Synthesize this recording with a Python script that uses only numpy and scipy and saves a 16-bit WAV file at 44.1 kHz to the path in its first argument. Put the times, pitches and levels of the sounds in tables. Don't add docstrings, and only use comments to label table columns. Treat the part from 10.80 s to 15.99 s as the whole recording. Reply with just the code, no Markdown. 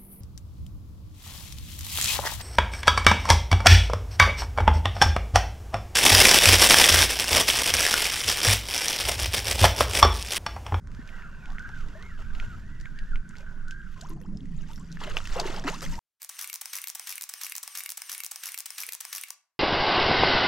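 import sys
import numpy as np
from scipy import signal
from scipy.fft import rfft, irfft, next_fast_len
from scipy.io import wavfile
from scipy.ndimage import uniform_filter1d

SR = 44100
rng = np.random.default_rng(int(sys.argv[2]) if len(sys.argv) > 2 else 0)


def master(y):
    cut = np.clip(np.atleast_2d(y).T, -1, 1)
    pcm = np.round(cut * 32767)
    wavfile.write(sys.argv[1], SR, pcm.astype(np.int16))


N = 228967

# frequency in Hz, relative level in dB per Hz.
WATER_SPECTRUM = [(150, -31), (250, 35), (372, -7.5), (434, -7), (583, -7), (929, -6), (1010, -9),
                  (1330, -11), (1590, -12.5), (2060, -12.5), (2360, -21.5), (2660, -10.5), (3700, -19.5),
                  (6880, -20.5), (10000, -36.5), (12000, -33), (15500, -45)]


def from_db(db):
    return 10 ** (np.asarray(db) / 20)


def rms_one(x):
    return x / np.sqrt(np.mean(x ** 2) + 1e-20)


def in_time(rows):
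    s, *columns = np.transpose(rows)
    return [np.interp(np.arange(N) / SR, s, c) for c in columns]


def during(rows, fade=0.17):
    start, end = rows[0][0], rows[-1][0]
    return np.interp(np.arange(N) / SR, [start - fade, start, end, end + fade], [0, 1, 1, 0])


def at_hz(points, hz):
    points = np.array(points)
    return np.interp(np.log(hz), np.log(points[:, 0]), points[:, 1])


def drift(rate):
    r = np.exp(-40 * np.pi * rate / SR)
    white = rng.standard_normal(N // 20 + 4002)
    slow = signal.lfilter([1], [1, -2 * r, r * r], white)[4000:]
    return np.interp(np.arange(N) / 20, np.arange(len(slow)), rms_one(slow))


def band(x, low_hz, high_hz):
    edges = [low_hz, min(high_hz, SR / 2 - 1000)]
    return signal.sosfilt(signal.butter(2, edges, "band", fs=SR, output="sos"), x + 1e-18)


def resonate(x, hz, width_hz):
    r = np.exp(-np.pi * width_hz / SR)
    zeros = np.array([1, 0, -1]) * (1 - r * r) / 2
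    return signal.lfilter(zeros, [1, -2 * r * np.cos(2 * np.pi * hz / SR), r * r], x + 1e-18)


def spread(mid, side, hz):
    # frequency in Hz, likeness from 0 to 1.
    likeness = [(30, .9), (60, .85), (130, .99), (500, .97), (2000, .96), (4000, .92), (7500, .7),
                (13000, .4)]
    alike = np.clip(at_hz(likeness, hz), 0, .995)
    return np.sqrt(1 + alike) * mid + np.sqrt(1 - alike) * side * np.array([[1], [-1]])


def panned(x, left_db):
    return x * from_db(left_db * np.array([[.5], [-.5]]))


def add(out, s, sound):
    at = max(round(s * SR), 0)
    out[:, at:at + sound.shape[-1]] += sound[..., :max(N - at, 0)]


def noise(colour, low_hz, high_hz, patchy_db, count):
    out, white = 0, rng.standard_normal((2, 2, N))
    edges = np.geomspace(low_hz, high_hz, count + 1)
    for k, (low, high) in enumerate(zip(edges, edges[1:])):
        hz = np.sqrt(low * high)
        gain = from_db(at_hz(colour, hz) + patchy_db * drift(25.5))
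        out = out + gain * spread(*band(white[k % 2], low, high), hz)
    return rms_one(out)


def ringing_noise(x, hz, width_hz):
    return rms_one(resonate(resonate(x, hz, width_hz), hz, width_hz))


def surges(rows, attack_s, release_s):
    power = 0
    for s, hold_s, *levels_db in rows:
        t = np.arange(N) / SR - s
        decay = np.exp(-np.clip((t - attack_s - hold_s) / release_s, 0, 20))
        shape = np.clip(t / attack_s, 0, 1) * decay
        power = power + np.outer(from_db(levels_db), shape) ** 2
    return np.sqrt(power)


def droplets(start_s, low_hz, high_hz, per_s, size_db, cycles, rise, count):
    out, first = np.zeros((2, N)), int(start_s * SR)
    for hz in np.geomspace(low_hz, high_hz, count):
        drops = int(np.clip(per_s * (N - first) / SR / count, 1, 400))
        when, chance, pitch, side = rng.random((400, 4))[:drops].T
        size_level_db = size_db * np.minimum(-np.log(chance), 3)
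        size = from_db(size_level_db + at_hz(WATER_SPECTRUM, hz)) * hz
        step = np.arange(int(4 * cycles * SR / hz))
        turns = step * hz / SR
        detune = (high_hz / low_hz) ** ((pitch[:, None] - .5) / count)
        tones = np.sin(2 * np.pi * detune * turns * (1 + rise * turns / cycles))
        rings = tones * np.exp(-turns / cycles) * (1 - np.exp(-turns))
        at = (first + when * (N - first)).astype(int)[:, None] + step
        offset = size * np.sqrt(12) * (side - .5)
        for channel, gains in enumerate(spread(size, offset, hz)):
            out[channel] += np.bincount(at.ravel(), (gains[:, None] * rings).ravel(), N)[:N]
    return out / np.sqrt(np.mean(out[:, first:] ** 2))


def impacts(rows, ring_s, body_db, upper_db, upper_ratio, crack_db, crack_s, top_db, scatter_db, tail_s,
            attack_s):
    out, t = np.zeros((2, N)), np.arange(SR // 16) / SR
    for s, peak_db, hz, treble_db in rows:
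        decay = np.exp(-t / crack_s) + from_db(scatter_db) * np.exp(-t / tail_s)
        grit = rng.standard_normal((4, len(t))) * decay
        ring = np.sin(2 * np.pi * hz * t) * np.exp(-t / ring_s)
        upper_hz = min(upper_ratio * hz, 7500)
        upper = from_db(upper_db) * np.sin(2 * np.pi * upper_hz * t) * np.exp(-2 * t / ring_s)
        knock = from_db(body_db) * spread(*band(grit[:2], hz * 0.76, hz * 1.28), hz)
        top = spread(*band(grit[:2], 10800, 13000), 11000)
        crack = spread(*band(grit[2:], 3100, 6840), 4600) + from_db(top_db) * top
        hit = ring - upper + knock + from_db(crack_db + treble_db) * crack
        hit = hit * (1 - np.exp(-t / attack_s))
        crest = 2 * np.sqrt(uniform_filter1d(hit[0] ** 2 + hit[1] ** 2, SR // 500).max() / 2)
        add(out, s, from_db(peak_db) * hit / crest)
    return out


def arches(rows, swell):
    slow_hz = 1045
    pitch, pushed = np.full(N, float(slow_hz)), np.zeros(N)
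    for s, up_s, down_s, top_hz, whine_db in rows:
        t = np.arange(N) / SR - s
        effort = np.maximum(1 - (t / np.where(t < 0, up_s, down_s)) ** 2, 0)
        arch = slow_hz + (top_hz - slow_hz) * effort
        faster = arch > pitch
        pushed[faster] = from_db(whine_db) * effort[faster] ** swell
        pitch[faster] = arch[faster]
    return uniform_filter1d([pitch, pushed], SR // 50)


def whirr(pitch, rough, overtone_db):
    teeth, throb_depth = 22, .32
    phase = 2 * np.pi * np.cumsum(pitch * (1 + .009 * drift(50))) / SR
    tone = (1 + rough * drift(70)) * np.sin(phase) + rough * drift(70) * np.cos(phase)
    tone = tone / np.sqrt(.5 + rough ** 2)
    throb = 1 + throb_depth * np.sin(phase / teeth + drift(30))
    throb = throb / np.sqrt(1 + throb_depth ** 2 / 2)
    return tone * throb * (1 + from_db(overtone_db) * 2 * np.cos(phase))


def air(level_db=-70.5):
    # frequency in Hz, relative level in dB per Hz.
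    air_spectrum = [(180, -30), (300, -2), (562, -41), (849, -33), (1460, -2.5), (2210, -35), (7020, -15.5),
                    (9600, -33.5), (12100, -43), (15500, -101)]
    return from_db(level_db) * noise(air_spectrum, 356, 15900, patchy_db=1.0, count=9)


def wind(buffet_gain_db=-6.0, rumble_gain_db=1.5, rush_gain_db=1.5, lee_db=-3.0):
    breeze_db = -30.5
    # time in seconds, rumble and low rush in dB ahead of their gains.
    steady = [(0.0, -42, -51.5), (0.36, -51, -54), (1.14, -44.5, -49.5), (1.21, -48.5, -52.5),
              (1.76, -41.5, -49.5), (2.15, -55, -52.5), (3.18, -48.5, -53), (3.59, -48, -42.5),
              (3.8, -47.5, -49.5), (4.22, -53, -47.5), (4.35, -42.5, -53), (4.91, -54.5, -43),
              (5.19, -44, -44)]
    # frequency in Hz, relative level in dB per Hz.
    wind_spectrum = [(8.8, -29), (15, 5.5), (26, -13), (59, -19.5), (102, -25), (174, -20.5), (402, -45.5),
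                     (446, -53.5), (557, -78.5), (628, -37), (684, -46), (758, -43), (855, -46), (900, -43),
                     (1170, -73), (1980, -120)]
    # start in seconds, hold in seconds, level in dB ahead of the gain.
    gust_rows = [(.17, 0.0094, -20.5), (.62, 0.13, -20.5), (.85, 0.065, -27.5), (1.36, 0.25, -26),
                 (1.51, 0.12, -20), (1.98, 0.017, -21), (2.2, 0.16, -20), (3.26, 0.099, -28),
                 (3.76, 0.044, -24), (4.29, 0.023, -19.5), (4.49, 0.022, -18.5), (5.04, 0.069, -19.5)]
    rumble_db, rush_db = in_time(steady)
    gusts, = surges(gust_rows, attack_s=0.0091, release_s=0.042)
    strength = from_db(buffet_gain_db) * np.hypot(from_db(breeze_db), gusts)
    buffet = strength * noise(wind_spectrum, 13.16, 49.3, patchy_db=2.0, count=4)
    low_pass = signal.butter(4, 40, fs=SR, output="sos")
    buffet = panned(signal.sosfilt(low_pass, buffet), lee_db)
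    rumble = noise(wind_spectrum, 40.5, 119.3, patchy_db=1.5, count=3)
    rush = noise(wind_spectrum, 120.7, 415.7, patchy_db=2.0, count=8)
    return (buffet + from_db(rumble_db + rumble_gain_db) * rumble
            + from_db(rush_db + rush_gain_db) * rush)


def drone():
    # time in seconds, pitch in Hz, level in dB.
    drone_curve = [(3.2, 155.6, -51), (3.42, 160.4, -46), (3.5, 185.4, -48), (3.58, 173.2, -34),
                   (3.65, 176.3, -54), (3.72, 178.4, -39), (3.77, 134, -41.5), (3.81, 138.8, -58),
                   (3.86, 160.2, -37), (3.92, 186.2, -56), (4.04, 158.6, -44), (4.12, 170, -41.5),
                   (4.2, 177.6, -47.5), (4.35, 177, -62)]
    pitch, level_db = in_time(drone_curve)
    phase = 2 * np.pi * np.cumsum(pitch) / SR
    tone = (1 + .3 * drift(20)) * np.sin(phase) + .4 * drift(20) * np.cos(phase)
    return during(drone_curve) * from_db(level_db) * tone


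def swirl(gain_db=0.5, small_db=-1.5):
    # time in seconds, level in dB ahead of the gain.
    swirl_curve = [(3.12, -87), (3.22, -63), (3.33, -72), (3.45, -74.5), (3.68, -79), (3.82, -65),
                   (3.92, -63), (4.04, -70.5), (4.15, -72)]
    level_db, = in_time(swirl_curve)
    large = droplets(3, 1300, 4500, per_s=170, size_db=3.5, cycles=10, rise=.01, count=10)
    small = droplets(3, 4800, 8000, per_s=110, size_db=4.0, cycles=14, rise=.006, count=6)
    return during(swirl_curve) * from_db(level_db + gain_db) * (large + from_db(small_db) * small)


def bubbles(attack_s=0.0026, glide_lengths=0.99):
    # start in seconds, starting pitch in Hz, nominal peak in dB,
    # length in seconds, glide in octaves per length (negative falls).
    pockets = [(0.191, 240, -30.5, 0.014, -0.1), (1.151, 605, -43, 0.038, 0.16),
               (2.602, 550, -46.5, 0.017, 0.05), (2.626, 602, -52.5, 0.022, 0.13),
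               (3.221, 1480, -40.5, 0.0093, 0.11), (3.223, 600, -44.5, 0.032, 0.59),
               (3.245, 877, -42.5, 0.025, 0.6), (3.298, 310, -43.5, 0.094, 0.19),
               (3.304, 397, -38, 0.0095, -0.79), (3.309, 1022, -44, 0.028, 0.058),
               (3.362, 623, -53, 0.031, 0.84), (3.355, 161, -32, 0.024, -0.1),
               (3.445, 677, -49.5, 0.029, 1.56), (3.409, 495, -52, 0.032, -0.01),
               (3.47, 189, -36, 0.12, 0.26), (3.522, 486, -57, 0.054, 0.74),
               (3.503, 333, -51, 0.089, -0.24), (3.55, 182, -27.5, 0.026, -0.17),
               (3.613, 253.4, -40.5, 0.062, 0.14), (3.831, 1640, -47.5, 0.016, -0.055),
               (3.89, 862, -47.5, 0.043, 0.19), (3.998, 998, -52, 0.033, 0.25),
               (4.212, 737, -31, 0.0093, 0.55), (4.212, 1176, -36, 0.011, 0.096),
               (4.277, 664, -30, 0.012, -0.27), (4.343, 430, -34, 0.015, 0.59),
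               (4.382, 520, -36, 0.011, 0.7), (4.562, 464, -23.5, 0.015, 0.28),
               (4.586, 708, -26.5, 0.024, -0.08), (4.614, 462, -40, 0.054, -0.2),
               (4.63, 910, -35.5, 0.043, 0.011), (4.653, 402, -25.5, 0.019, -0.19),
               (4.697, 340, -24, 0.01, 0.063), (4.721, 575, -35.5, 0.031, 1.6),
               (4.773, 780, -27, 0.011, 0.22), (4.844, 366, -35, 0.017, -0.31),
               (4.849, 261, -25.5, 0.03, 0.19), (4.873, 1310, -33, 0.0041, -0.28),
               (4.875, 322, -31.5, 0.042, 1.1), (4.922, 758, -35.5, 0.0466, 0.97),
               (5.117, 905, -46, 0.065, 0.12), (5.178, 912, -36.5, 0.075, 0.066)]
    out, t = np.zeros((2, N)), np.arange(SR // 4) / SR
    for s, hz, peak_db, length, rise in pockets:
        pitch = hz * 2 ** (rise * np.minimum(t / length, glide_lengths))
        phase = 2 * np.pi * np.cumsum(pitch) / SR
        wobble = 1 + .3 * rms_one(band(rng.standard_normal(len(t)), 15, 90))
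        shape = (1 - np.exp(-t / attack_s)) * np.exp(-(t / length) ** 2 * 1.83)
        add(out, s, from_db(peak_db) * shape * wobble * np.sin(phase))
    return out


def patter(grain_db=6.5):
    # start in seconds, hold in seconds, level in dB ahead of the grain.
    patter_rows = [(3.2, 0.012, -88), (3.29, 0.0076, -62.5), (3.41, 0.0069, -70), (3.92, 0.048, -69),
                   (4.56, 0.034, -69), (5.018, 0.017, -53.5), (5.1, 0.1, -72)]
    falling, = surges(patter_rows, attack_s=0.0034, release_s=0.0083)
    sizzle = rms_one(spread(*band(rng.standard_normal((2, N)), 10800, 12100), 11000))
    return from_db(grain_db * drift(220)) * falling * sizzle


def slaps():
    # start in seconds, nominal peak in dB, ring in Hz,
    # relative treble weight in dB.
    slap_rows = [(3.1776, -46, 2030, -7), (3.2104, -36, 4170, -3), (3.2135, -35, 7120, -2),
                 (3.2699, -46, 6360, -20), (3.2883, -41, 1180, -7), (3.3027, -41.5, 1340, 1),
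                 (3.3348, -52, 7100, -25), (3.414, -45.5, 1850, -10), (3.4355, -53, 3130, -30),
                 (3.5722, -39.5, 5200, -12), (3.606, -44, 3280, -28), (3.6563, -46, 1990, -9),
                 (3.9133, -40, 1300, -5), (3.9327, -41.5, 3520, -9), (3.959, -39.5, 5400, -7),
                 (3.979, -41, 1430, -19), (3.997, -43, 7400, -20), (4.1172, -38, 5340, -5),
                 (4.1255, -36.5, 4940, 11), (4.1713, -30, 1720, -48), (4.238, -29, 3110, -8),
                 (4.275, -29, 1630, -20), (4.2995, -38, 6630, -17), (4.3688, -25.5, 930, -25),
                 (4.3692, -11.5, 2700, -41), (4.3715, -22.5, 1400, -23), (4.3782, -27, 2400, -18),
                 (4.3862, -29, 3450, -11), (4.4032, -28.5, 1330, -19), (4.4417, -37, 5600, -11),
                 (4.4548, -29, 2670, -12), (4.4732, -27.5, 1820, -7), (4.4996, -34, 1980, -13),
                 (4.5988, -17.5, 4570, -21), (4.6003, -17.5, 990, -2), (4.6655, -31, 2950, 9),
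                 (4.704, -34, 2300, 0), (4.7634, -30, 5100, -18), (4.7968, -32, 5620, -15),
                 (4.8395, -29.5, 1680, -9), (4.862, -38, 5700, -20), (4.8782, -15.5, 1350, -20),
                 (4.8995, -29.5, 6860, -22), (4.9192, -36, 6730, -16), (4.945, -35, 4840, -24),
                 (4.9879, -40, 1350, -14), (5.0079, -30, 1660, -2), (5.028, -26.5, 1320, -24),
                 (5.0505, -31, 3250, 0), (5.0625, -27.5, 1990, -27), (5.1152, -40, 6700, -11),
                 (5.1416, -32.5, 2000, -24), (5.1546, -36.5, 5000, 1)]
    return impacts(slap_rows, ring_s=0.0018, body_db=-5.0, upper_db=-28.0, upper_ratio=1.97, crack_db=3.5,
                   crack_s=0.0012, top_db=-20, scatter_db=-15.5, tail_s=0.014, attack_s=0.000086)


def thrashing(churn_gain_db=-5.5, splash_gain_db=-1.0, spray_gain_db=-3.0, foam_db=-3.0, wash_db=-4.0,
              clump_db=2.0):
    # start in seconds, hold in seconds, churn, splash and spray in dB ahead of gains.
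    tail_beats = [(3.88, 0.026, -66, -60.5, -60.5), (3.95, 0.098, -77, -70, -68.5),
                  (4.185, 0.022, -56, -57, -60), (4.213, 0.12, -42, -48.5, -58),
                  (4.36, 0.0053, -38.5, -44, -44), (4.49, 0.04, -49, -54, -62),
                  (4.53, 0.06, -44.5, -46, -48.5), (4.555, 0.056, -32.5, -47, -65),
                  (4.64, 0.15, -38.5, -47.5, -53.5), (4.84, 0.049, -39.5, -45, -53),
                  (4.866, 0.018, -34.5, -40, -48), (4.92, 0.023, -45, -48, -74),
                  (5.018, 0.019, -38.5, -42, -40.5), (5.11, 0.085, -53, -55, -52.5)]
    # time in seconds, splash and spray in dB ahead of clumping.
    slosh = [(4.21, -46.5, -55.5), (4.34, -52, -63), (4.42, -55.5, -62), (4.53, -50, -54),
             (4.78, -44.5, -57), (4.825, -65, -81), (4.9, -57, -54), (5.19, -57, -62)]
    churning, splashing, spraying = surges(tail_beats, attack_s=0.0026, release_s=0.032)
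    sloshing, fizzing = during(slosh, fade=0.011) * from_db(in_time(slosh))
    big = droplets(3.8, 350, 1200, per_s=300, size_db=3.0, cycles=9, rise=.06, count=15)
    small = droplets(3.8, 1250, 4400, per_s=1500, size_db=3.9, cycles=8, rise=.012, count=26)
    fine = droplets(3.8, 4600, 15000, per_s=2000, size_db=4.8, cycles=9, rise=.004, count=28)
    churn = big + from_db(wash_db) * noise(WATER_SPECTRUM, 450, 1200, patchy_db=3.5, count=3)
    splash = small + from_db(foam_db) * noise(WATER_SPECTRUM, 950, 4340, patchy_db=1.5, count=4)
    spray = fine + from_db(foam_db) * noise(WATER_SPECTRUM, 4400, 15300, patchy_db=1.5, count=6)
    splash = np.hypot(from_db(splash_gain_db) * splashing, sloshing) * splash
    spray = np.hypot(from_db(spray_gain_db) * spraying, fizzing) * spray
    return from_db(churn_gain_db) * churning * churn + from_db(clump_db * drift(36.2)) * (splash + spray)


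def grip(grip_hz=820, grip_width_hz=210, grit_db=-3.0):
    # start in seconds, hold in seconds, level in dB.
    scrapes = [(.33, 0.043, -67), (.675, 0.037, -54), (.885, 0.014, -58), (1.055, .012, -66),
               (2.56, 0.079, -66.5)]
    scraping, = surges(scrapes, attack_s=0.0036, release_s=0.0093)
    slips = rng.standard_normal(N) * from_db(grit_db * drift(140))
    return scraping * ringing_noise(slips, grip_hz, grip_width_hz)


def singing_line(gain_db=-4.0):
    # time in seconds, pitch in Hz, level in dB ahead of the gain.
    song = [(.28, 2880, -73), (.36, 2870, -58), (.46, 2680, -61), (.58, 2740, -64.5), (.645, 2330, -55),
            (.68, 2167, -85)]
    pitch, level_db = in_time(song)
    phase = 2 * np.pi * np.cumsum(pitch) / SR
    tone = drift(120) * np.sin(phase) + drift(120) * np.cos(phase)
    return during(song) * from_db(level_db + gain_db) * tone


def line(grain_db=2.0, guide_db=1.0, guide_hz=2750, guide_width_hz=600, ring_db=-19.0):
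    # time in seconds, hiss and rod rustle in dB ahead of the grain.
    running = [(0.07, -83, -63), (0.14, -68, -62), (0.29, -65, -60), (0.52, -69, -60), (0.92, -66, -65),
               (1.23, -65.5, -55.5), (1.37, -67.5, -71), (1.68, -65, -59.5), (1.84, -70, -67),
               (2.3, -69, -69), (2.43, -76, -73), (2.52, -70.5, -71), (2.74, -71.5, -61.5),
               (2.98, -74, -76.5), (3.14, -67.5, -75.5), (3.37, -85, -64), (3.59, -79, -73.5),
               (3.8, -66.5, -66.5), (4.03, -77.5, -65), (4.15, -63, -67.5)]
    # frequency in Hz, relative level in dB per Hz.
    line_spectrum = [(210, -41), (350, -18), (520, -12.5), (619, -19.5), (738, -17), (1210, -10),
                     (1460, -0.5), (2270, -14.5), (2800, -11.5), (3120, -21), (4160, -26.5), (7240, -28),
                     (9480, -47), (12000, -34), (15500, -88)]
    # frequency in Hz, relative level in dB per Hz.
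    rod_spectrum = [(190, -33), (330, -3), (351, 10), (466, -2.5), (685, 0), (753, -25), (856, 4),
                    (1250, -1), (1620, -32), (2750, -120)]
    # start in seconds, hold in seconds,
    # rod rustle and line hiss in dB ahead of the grain.
    rustles = [(.27, .13, -63, -68.5), (.66, 0.076, -79, -69), (.88, 0.014, -59, -82),
               (.945, 0.076, -78, -63), (1.055, 0.016, -56.5, -72), (1.19, 0.02, -70, -72),
               (1.375, 0.045, -56, -63.5), (1.545, 0.11, -58.5, -62), (1.65, 0.15, -73, -68.5),
               (2.55, 0.068, -64.5, -67), (3.17, 0.16, -61.5, -67)]
    hiss_db, rod_db = in_time(running)
    shifts, slips = surges(rustles, attack_s=0.0033, release_s=0.0078)
    hiss = noise(line_spectrum, 2930, 12570, patchy_db=1.3, count=11)
    ring = ringing_noise(rng.standard_normal(N), guide_hz, guide_width_hz)
    guides = from_db(guide_db) * noise(line_spectrum, 1794, 2900, patchy_db=4.0, count=5)
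    guides = guides + from_db(ring_db) * ring
    rod = np.hypot(from_db(rod_db), shifts) * noise(rod_spectrum, 365.7, 1282, patchy_db=2.5, count=7)
    sliding = np.hypot(from_db(hiss_db), slips) * (hiss + guides)
    return from_db(grain_db * drift(230)) * during(running, fade=0.068) * (sliding + rod)


def clicks():
    # start in seconds, nominal peak in dB, ring in Hz, relative treble weight in dB.
    click_rows = [(0.0724, -39.5, 1540, -18.5), (0.1163, -47, 2006, -19), (0.1484, -40.5, 1390, -20),
                  (0.2754, -44, 1600, -5), (0.2905, -36, 2430, -36), (0.422, -36.5, 2000, -46),
                  (0.6572, -36, 2400, -21), (0.703, -42.5, 3560, -24), (0.7205, -50, 6300, -11),
                  (0.7838, -27.5, 1910, -41), (0.794, -43, 2580, -1), (0.8904, -38, 1900, -18),
                  (1.0854, -44, 2000, -11), (1.2251, -38, 2700, -21), (1.5508, -34.5, 2740, -31),
                  (1.5996, -24.5, 2300, -33), (2.0004, -42.5, 1998, -12), (2.011, -41, 7060, -6),
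                  (2.0564, -29, 1936, -34), (2.1888, -34.5, 2738, -27), (2.235, -58, 3800, -8),
                  (2.3575, -28, 2091, -35), (2.4915, -41, 7070, -30), (2.509, -41.5, 1790, -31),
                  (2.5545, -37, 1870, -24), (2.563, -42, 2180, -22), (2.5685, -41, 4350, -27),
                  (2.5835, -42, 5250, -15), (2.6066, -47, 1860, -16), (2.8826, -42.5, 5710, -10),
                  (2.9092, -32.5, 2582, -13), (3.0175, -50, 2980, -35)]
    return impacts(click_rows, ring_s=0.0007, body_db=-2.0, upper_db=-9.0, upper_ratio=1.57, crack_db=11.0,
                   crack_s=0.001, top_db=-24, scatter_db=-21.5, tail_s=0.016, attack_s=0.0004)


def roller():
    # time of top speed, speeding up and slowing down in seconds,
    # top pitch in Hz, strength in dB, both ahead of inertia smoothing.
    rolls = [(.27, .13, 0.16, 1593, -64), (.41, 0.22, 0.11, 1445, -50.5), (.74, .07, .02, 1128, -58),
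             (.84, 0.11, 0.093, 1506, -49), (.95, .09, 0.092, 1480, -53), (1.15, .1, .08, 1560, -63),
             (1.31, 0.1, .06, 1433, -57), (1.44, 0.094, 0.054, 1393, -60), (1.69, 0.2, 0.0805, 1474, -51),
             (1.87, .1, 0.15, 1920, -67), (2.04, .07, .05, 1946, -55), (2.19, 0.06, 0.07, 1836, -53.5),
             (2.99, 0.2, .15, 1548, -58)]
    pitch, spun = arches(rolls, swell=1.0)
    return spun * whirr(pitch, .5, overtone_db=-30)


def gears(housing_hz=1490, housing_width_hz=300, bite_db=-2.0, rub_db=-6.5, chatter_db=3.5,
          second_ratio=0.97):
    # time of top speed, speeding up and slowing down in seconds,
    # top pitch in Hz, whine in dB, both ahead of inertia smoothing.
    pushes = [(.21, 0.069, 0.054, 1854, -57.5), (.34, .12, 0.19, 1947, -56.5), (.59, 0.18, 0.16, 1530, -60),
              (.91, 0.21, 0.13, 1634, -56), (1.17, 0.049, 0.088, 1850, -54),
              (1.26, 0.098, 0.099, 2184, -55), (1.336, .08, 0.088, 1710, -53.5),
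              (1.496, 0.1, .1, 1555, -55), (1.66, 0.14, 0.094, 1592, -55), (1.97, 0.27, 0.15, 1975, -61.5),
              (2.04, .09, 0.16, 1592, -63), (2.208, .15, 0.13, 1640, -56),
              (2.285, 0.064, 0.069, 1797, -56.5), (2.42, .16, 0.33, 1534, -71),
              (2.65, .3, 0.4, 1525, -58.5), (3.01, 0.28, 0.16, 1607, -64)]
    # start in seconds, hold in seconds,
    # whine in dB ahead of the bite gain.
    bites = [(.3, 0.15, -63), (.625, 0.022, -49), (.78, 0.051, -41.5), (.93, 0.029, -41),
             (1.24, 0.028, -62), (1.725, 0.02, -49.5), (2.052, 0.021, -47.5), (2.315, 0.025, -42.5),
             (2.448, 0.012, -50), (2.867, 0.062, -41.5), (2.95, 0.062, -48.5), (3.16, 0.029, -55)]
    # time in seconds, rub in dB ahead of the rub gain.
    rub_curve = [(.1, -58.5), (.27, -48.5), (.41, -43.5), (.6, -53), (.82, -42.5), (1.05, -51),
                 (1.32, -52.5), (1.62, -48.5), (1.9, -54.5), (2.1, -50.5), (2.6, -52), (2.95, -50),
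                 (3.2, -55), (3.65, -85), (4.0, -60.5), (4.15, -56)]
    pitch, pushed = arches(pushes, swell=0.61)
    bitten, = surges(bites, attack_s=0.0041, release_s=0.019)
    load_db, = in_time(rub_curve)
    rough = .28 + .12 * np.minimum(np.abs(pitch - housing_hz) / 400, 1)
    mesh = np.hypot(pushed, from_db(bite_db) * bitten) * whirr(pitch, rough, overtone_db=-32)
    second = from_db(-9) * pushed * whirr(second_ratio * pitch, .6, overtone_db=-32)
    rub = ringing_noise(rng.standard_normal(N), housing_hz, housing_width_hz)
    rub_gain = from_db(load_db + rub_db + chatter_db * drift(52.4))
    return mesh + second + during(rub_curve) * rub_gain * rub


def scene():
    reel = gears() + roller() + grip() + line() + singing_line() + clicks()
    water = slaps() + bubbles() + swirl() + thrashing() + patter()
    return panned(reel, left_db=-1.0) + panned(water, left_db=1.0) + drone() + wind() + air()


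def record(dry):
    # frequency in Hz, left minus right in dB.
    port_balance = [(25, -1.5), (60, -1), (130, 0), (250, -0.5), (500, 0.5), (1000, -0.5), (2000, -0.3),
                    (4000, -0.3), (8000, 2), (12000, 2)]
    # frequency in Hz, lead of the left in radians.
    port_phase = [(100, 0.41), (250, -0.25), (600, -0.65), (1400, -0.62), (2800, -0.76), (5000, -0.29),
                  (8000, -0.31), (14000, -0.8)]
    cutoff_hz = 15700
    size = next_fast_len(N + SR // 10)
    hz = np.maximum(np.fft.rfftfreq(size, 1 / SR), 1)
    half = np.array([[.5], [-.5]])
    ports = from_db(half * at_hz(port_balance, hz)) * np.exp(1j * half * at_hz(port_phase, hz))
    heard = irfft(rfft(dry, size) * ports, size)[:, :N]
    return signal.sosfilt(signal.ellip(10, .2, 80, cutoff_hz, fs=SR, output="sos"), heard)


dry = scene()
out = record(dry)
master(out)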